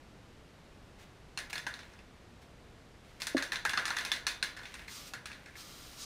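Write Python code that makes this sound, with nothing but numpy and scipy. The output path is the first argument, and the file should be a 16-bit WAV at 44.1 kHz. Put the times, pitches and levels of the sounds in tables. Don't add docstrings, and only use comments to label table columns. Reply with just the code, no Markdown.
import sys
import numpy as np
from scipy import signal
from scipy.fft import rfft, irfft, next_fast_len
from scipy.io import wavfile

SR = 44100
rng = np.random.default_rng(int(sys.argv[2]) if len(sys.argv) > 2 else 0)


def digitize_waveform(pressure):
    field = np.atleast_2d(pressure).T
    bounded = np.clip(field, -1, 1)
    quanta = np.round(bounded * 32767).astype(np.int16)
    wavfile.write(sys.argv[1], SR, quanta)


N = 266829
TIME = np.arange(N) / SR
ECHO_SIZE = SR // 3
ROOM_EDGES = np.geomspace(100, SR / 2, 15)
MAINS_HZ, FLOOR_DB = 60, -56
CUTOFF_HZ = 15600


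def from_db(db):
    return 10 ** (np.asarray(db) / 20)


def rms_one(x):
    return x / np.sqrt(np.mean(x ** 2) + 1e-20)


def at_hz(points, hz):
    known_hz, values = np.transpose(points)
    return np.interp(np.log(np.maximum(hz, 1)), np.log(known_hz), values)


def noise(spectrum):
    size = next_fast_len(N)
    hz = np.arange(size // 2 + 1) * SR / size
    white = rfft(rng.standard_normal(size))
    coloured = irfft(white * from_db(at_hz(spectrum, hz)), size)
    return rms_one(coloured[:N])


def resonate(x, hz, width_hz):
    r = np.exp(-np.pi * width_hz / SR)
    top = np.array([1, 0, -1]) * (1 - r * r) / 2
    feedback = [1, -2 * r * np.cos(2 * np.pi * hz / SR), r * r]
    return signal.lfilter(top, feedback, x + 1e-18)


def add(track, s, sound):
    start = max(round(s * SR), 0)
    track[start:start + len(sound)] += sound[:N - start]


# (frequency [Hz], relative level per Hz [dB])
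ROOM_NOISE = [(12, -41), (20, -0.5), (123, -3.5), (255, -7.5), (367, -10), (459, -11), (542, -12),
              (1030, -17), (1370, -18), (1530, -19), (1710, -19), (4060, -25.5), (9140, -36),
              (14300, -45.5), (16000, -74)]


def background(hum_db):
    hum = from_db(hum_db) * np.sin(2 * np.pi * MAINS_HZ * TIME)
    return from_db(FLOOR_DB) * noise(ROOM_NOISE) + hum


# (frequency [Hz], time [s])
ECHO_TIMES = [(250, 0.19), (800, 0.6), (1800, 0.32), (4000, 0.32), (8000, 0.25), (14000, 0.29)]


def room_fades(build_s):
    t = TIME[:ECHO_SIZE]
    band_middles = np.sqrt(ROOM_EDGES[:-1] * ROOM_EDGES[1:])
    t60 = at_hz(ECHO_TIMES, band_middles)
    fades = (1 - np.exp(-t / build_s)) * np.exp(-np.log(1000) * t / t60[:, None])
    return fades / np.linalg.norm(fades, axis=1, keepdims=True)


def echo(room, colour):
    hz = np.arange(ECHO_SIZE // 2 + 1) * SR / ECHO_SIZE
    spectrum = rfft(rng.standard_normal(ECHO_SIZE)) * from_db(colour(hz))
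    bands = (hz >= ROOM_EDGES[:-1, None]) & (hz < ROOM_EDGES[1:, None])
    return np.sum(irfft(spectrum * bands, ECHO_SIZE) * room, axis=0)


def workshop(x, room, echo_db):
    return x + signal.fftconvolve(x, echo(room, lambda hz: echo_db))[:N]


def friction(swells, centre_hz, width_hz):
    out = np.zeros(N)
    for s, db, length in swells:
        swell = signal.windows.tukey(round(length * SR))
        grains = rng.standard_normal(len(swell)) ** 3
        rub = rms_one(resonate(grains, centre_hz, width_hz))
        add(out, s, from_db(db) * swell * rub)
    return out


# (time [s], level [dB], length [s])
RUSTLES = [(0.976, -60.5, 0.077), (1.496, -47, 0.016), (2.409, -64, 0.035), (3.00, -68.5, 0.27),
           (3.198, -45.5, 0.0205)]


def rustling():
    return friction(RUSTLES, centre_hz=2100, width_hz=2100)


BUMP_S, BUMP_DB = 3.3473, 23.5

# (frequency [Hz], width [Hz], level [dB])
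HOLLOW_TONES = [(274, 15, 4.5), (317, 41, 0.5), (535, 43, -6.5), (614, 37, -11)]


def bump(low_hz, soft_hz):
    push = np.zeros(N)
    add(push, BUMP_S, from_db([BUMP_DB]))
    soften = signal.butter(3, [low_hz, soft_hz], "band", fs=SR, output="sos")
    push = signal.sosfilt(soften, push + 1e-18)
    return sum(from_db(db) * resonate(push, hz, width_hz) for hz, width_hz, db in HOLLOW_TONES)


def flutter(depth_db, per_s):
    knots = rng.standard_normal(1000)
    return from_db(depth_db * np.interp(TIME * per_s, np.arange(len(knots)), knots))


JET_FLOW_DB = -51.5
JET_RANGE_DB = 10.5

# (time [s], level [dB])
PRESSES = [
    [(4.87, -67), (4.878, -59), (4.918, -49.5), (4.98, -50.5), (5.048, -56.5), (5.082, -50), (5.12, -76)],
    [(5.55, -68), (5.566, -55.5), (5.608, -50), (5.634, -56.5), (5.964, -57), (6.012, -46), (6.05, -47)],
]
# (frequency [Hz], relative level per Hz [dB])
MIST_COLOUR = [(400, -21), (800, -10), (1050, -6.5), (1250, 1), (1600, -7.5), (2500, -4.5), (3300, -3),
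               (4800, -5), (6300, -11), (9000, -11.5), (10500, -14), (15000, -12), (16000, -35)]


def spray(mist_gain_db, jet_gain_db, jet_hz, jet_width_hz, valve_s):
    mist = from_db(mist_gain_db) * noise(MIST_COLOUR)
    rush = resonate(rng.standard_normal(N), jet_hz, jet_width_hz)
    rush = resonate(rush, jet_hz, jet_width_hz)
    jet = from_db(jet_gain_db) * rms_one(rush)
    out = np.zeros(N)
    for press in PRESSES:
        s, db = np.transpose(press)
        flow_db = np.interp(TIME, s, db)
        valve = np.clip(np.minimum(TIME - s[0], s[-1] - TIME) / valve_s, 0, 1)
        jet_share = 1 / (0.5 + np.exp((JET_FLOW_DB - flow_db) / JET_RANGE_DB))
        blend = np.sqrt(1 - jet_share) * mist + np.sqrt(jet_share) * jet
        out += valve * from_db(flow_db) * blend
    return out


TICK_OVER_ROLL_DB, TICK_SPREAD_DB = 17, 2
TICK_SHARE_DB = [-6, -12, -15]
TICK_LOW_HZ, TICK_HIGH_HZ = 1400, 2500

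# (time [s], level [dB], length [s])
BALL_ROLLS = [(1.70, -67, 0.31), (3.76, -53.5, 0.42), (4.549, -58, 0.36), (5.271, -64, 0.32)]


def rolling():
    return friction(BALL_ROLLS, centre_hz=2010, width_hz=990)


def ticks(count=5):
    rows = []
    for s, db, length in BALL_ROLLS:
        for k, (when, where) in enumerate(rng.random((count, 2))):
            tick_s = s + length * (k + when) / count
            level_db = db + TICK_OVER_ROLL_DB + TICK_SPREAD_DB * rng.standard_normal()
            wall_hz = TICK_LOW_HZ + where * (TICK_HIGH_HZ - TICK_LOW_HZ)
            rows.append((tick_s, level_db, wall_hz, *TICK_SHARE_DB))
    return rows


CRACK_S, CRACK_HZ = 0.0039, 6430
CRACK_SHARE = 0.35
CRACK_PER_LEAN_DB = 0.1
SKID_S = 0.0059


def contact(skid_db, lean_db, skid_build_s=0.0015):
    t = TIME[:ECHO_SIZE]
    crack = rng.standard_normal(len(t)) * np.exp(-t / CRACK_S)
    crack = crack / np.linalg.norm(crack)
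    chatter = rng.standard_normal(len(t)) ** 3 * np.exp(-t / SKID_S) * (1 - np.exp(-t / skid_build_s))
    chatter = chatter / np.linalg.norm(chatter)
    broken = np.clip(CRACK_SHARE + CRACK_PER_LEAN_DB * lean_db, 0, 1)
    click = np.sqrt(1 - broken) * (t == 0) + np.sqrt(broken) * crack
    lows = signal.lfilter(*signal.butter(2, CRACK_HZ, fs=SR), click + 1e-18)
    highs = signal.lfilter(*signal.butter(2, CRACK_HZ, "high", fs=SR), crack + 1e-18)
    return lows - highs + from_db(skid_db) * chatter


BASE_HZ, SHOULDER_HZ, RIM_HZ = [3538, 3960], [5170, 6300], 9100
WALL_OCTAVES = 0.54
WALL_FOCUS_DB = 7.5
BASE_DB, RIM_DB = -3.5, -10.5
SHOULDER_DB = 0.4


def shares(hz, wall_hz, wall_db, base_db, rim_db):
    reach = 2 ** WALL_OCTAVES
    above_hz = min(wall_hz * reach, BASE_HZ[0])
    anchors = np.sort([wall_hz / reach, wall_hz, above_hz, *BASE_HZ, *SHOULDER_HZ, RIM_HZ])
    beside_db = wall_db - WALL_FOCUS_DB
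    base_db, rim_db = base_db + BASE_DB, rim_db + RIM_DB
    shoulder_db = (base_db + rim_db) / 2 + SHOULDER_DB
    above_db = (beside_db + base_db) / 2
    levels = [beside_db, wall_db, above_db, base_db, base_db, shoulder_db, shoulder_db, rim_db]
    return np.interp(np.log(np.maximum(hz, 1)), np.log(anchors), levels)


WALL_TONE_WIDTH_HZ, WALL_TONE_DB = 30, 2.5

# (frequency [Hz], width [Hz], level [dB])
CAN_TONES = [(870, 290, 2.5), (1370, 210, 6), (1560, 195, 5.5), (1720, 107, 10.5), (2190, 440, 0),
             (2646, 206, 6), (3520, 134, 7), (4215, 220, 7.5), (5200, 640, 5), (5690, 1080, 3),
             (6740, 690, 0.5), (8510, 700, 1.5), (10650, 3100, -6.5), (14100, 1800, -17)]
# (frequency [Hz], width [Hz], level [dB])
METAL_RINGS = [(2600, 18, -11), (4040, 5.6, 12), (4215, 14, 10)]


def clack(force, spot, spread_db):
    hz, width_hz, mode_db = np.transpose(CAN_TONES + METAL_RINGS)
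    wall_hz, wall_db = spot[:2]
    gains = from_db(mode_db + shares(hz, *spot) + spread_db * rng.standard_normal(len(hz)))
    out = from_db(wall_db + WALL_TONE_DB) * resonate(force, wall_hz, WALL_TONE_WIDTH_HZ)
    for k, gain in enumerate(gains):
        out += (-1) ** k * gain * resonate(force, hz[k], width_hz[k])
    return out


ECHO_CONTRAST = 0.63

# (frequency [Hz], level [dB])
CAN_RADIATION = [(150, -6), (450, -5), (1100, 0.5), (1400, 4.5), (1750, 7.5), (2100, 4.5), (2550, 4),
                 (3150, -3.5), (3550, 0.5), (4200, 0), (6300, -2.5), (7700, -7), (9500, -3), (12300, -14),
                 (14500, -16)]


def can_echo(room, spot, ripple):
    _, wall_db, base_db, _ = spot
    mean_db = (wall_db + base_db) / 2

    def colour(hz):
        evened = ECHO_CONTRAST * shares(hz, *spot) + (1 - ECHO_CONTRAST) * mean_db
        return at_hz(CAN_RADIATION, hz) + evened + ripple(hz)

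    return echo(room, colour)


OVERTONE_GAP_HZ = 45
SKID_DB, SKID_PER_LEAN = -7, 0.17

# (time [s], level [dB], pitch of the struck wall [Hz], wall share [dB], base share [dB], rim share [dB])
BALL_STRIKES = [(1.3745, -23, 2520, -14, -14, -17.5), (1.3884, -28.5, 1740, -12, -11, -14),
                (1.5293, -26.5, 2210, -11, -14, -10), (1.5555, -27.5, 1790, -9.5, -14.5, -16),
                (1.5797, -28, 2260, -15.5, -11, -12.5), (1.666, -23.5, 1560, -8, -17, -19.5),
                (1.7398, -31.5, 1810, -19, -10, -17.5), (1.7907, -33, 1780, -16.5, -11.5, -24),
                (3.219, -23.5, 2590, -14.5, -10.5, -10), (3.2693, -19, 1900, -18.5, -14.5, -10.5),
                (3.3678, -20.5, 1830, -6.5, -21, -21), (3.3788, -23.5, 1720, -13, -14, -16.5),
                (3.4243, -21.5, 1600, -16, -11.5, -12.5), (3.5199, -21.5, 1980, -10.5, -12.5, -16),
                (3.5313, -23.5, 1720, -11.5, -14.5, -21), (3.5577, -22, 1490, -28, -9.5, -21),
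                (3.6507, -19.5, 1630, -6, -17.5, -15.5), (3.694, -22.5, 2650, -11.5, -12.5, -11.5),
                (3.7334, -21.5, 1600, -8.5, -18, -22), (3.7744, -17.5, 1366, -7, -14.5, -27),
                (3.7956, -24, 1260, -14, -21, -19), (3.8544, -20, 1170, -15.5, -12, -11.5),
                (3.8792, -25, 1390, -9.5, -13.5, -17), (3.904, -22.5, 1290, -7, -15, -23),
                (3.9666, -21, 1830, -11, -11.5, -16.5), (3.9855, -24, 1720, -10.5, -10.5, -16),
                (4.0497, -20.5, 2590, -14, -13.5, -16), (4.117, -15, 1720, -18, -10, -16),
                (4.2676, -9, 2570, -21.5, -13.5, -20.5), (4.4269, -12.5, 1380, -21.5, -14.5, -20),
                (4.5652, -36.5, 1720, -8.5, -16.5, -18), (4.59, -35, 1400, -7, -21, -26),
                (4.6547, -32.5, 2080, -14, -11, -21), (4.7405, -33, 2230, -12.5, -13.5, -13.5),
                (5.1357, -28.5, 1440, -10, -14.5, -16), (5.2565, -28.5, 2510, -12.5, -12.5, -13),
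                (5.2994, -36, 1580, -9, -28, -24), (5.3302, -36.5, 1640, -22, -9, -20)]


def rattle(room, direct_db, echo_db, spread_db, ripple_db, reflection_s, reflection_db):
    overtone_hz = np.arange(0, SR / 2, OVERTONE_GAP_HZ)
    overtone_db = ripple_db * rng.uniform(-1.12, 1, len(overtone_hz))
    ripple = lambda hz: np.interp(hz, overtone_hz, overtone_db)
    out = np.zeros(N)
    for s, level_db, *spot in list(BALL_STRIKES) + ticks():
        _, wall_db, base_db, _ = spot
        lean_db = wall_db - base_db
        skid_db = SKID_DB + SKID_PER_LEAN * lean_db
        direct = clack(contact(skid_db, lean_db), spot, spread_db)
        direct *= from_db(direct_db + level_db)
        add(out, s, direct)
        add(out, s + reflection_s, from_db(reflection_db) * direct)
        strength = from_db(echo_db + level_db) * np.hypot(1, from_db(skid_db))
        add(out, s, strength * can_echo(room, spot, ripple))
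    return out


def scene():
    room = room_fades(build_s=0.00057)
    floor = background(hum_db=-65.5)
    rustle = rustling()
    knock = workshop(bump(low_hz=217, soft_hz=660), room, echo_db=-8)
    paint = spray(mist_gain_db=2.5, jet_gain_db=-0.5, jet_hz=4800, jet_width_hz=4600, valve_s=0.0095)
    paint = paint * flutter(depth_db=0.2, per_s=25)
    soft_sounds = workshop(rolling() + rustle + paint, room, echo_db=-3)
    ball = rattle(room, direct_db=32.5, echo_db=31.0, spread_db=2.5, ripple_db=6.0,
                  reflection_s=0.012, reflection_db=-11.5)
    return (ball + knock + soft_sounds + floor)[None]


def record(dry):
    low_pass = signal.ellip(10, .1, 70, CUTOFF_HZ, fs=SR, output="sos")
    return signal.sosfilt(low_pass, dry)


dry = scene()
out = record(dry)
digitize_waveform(out)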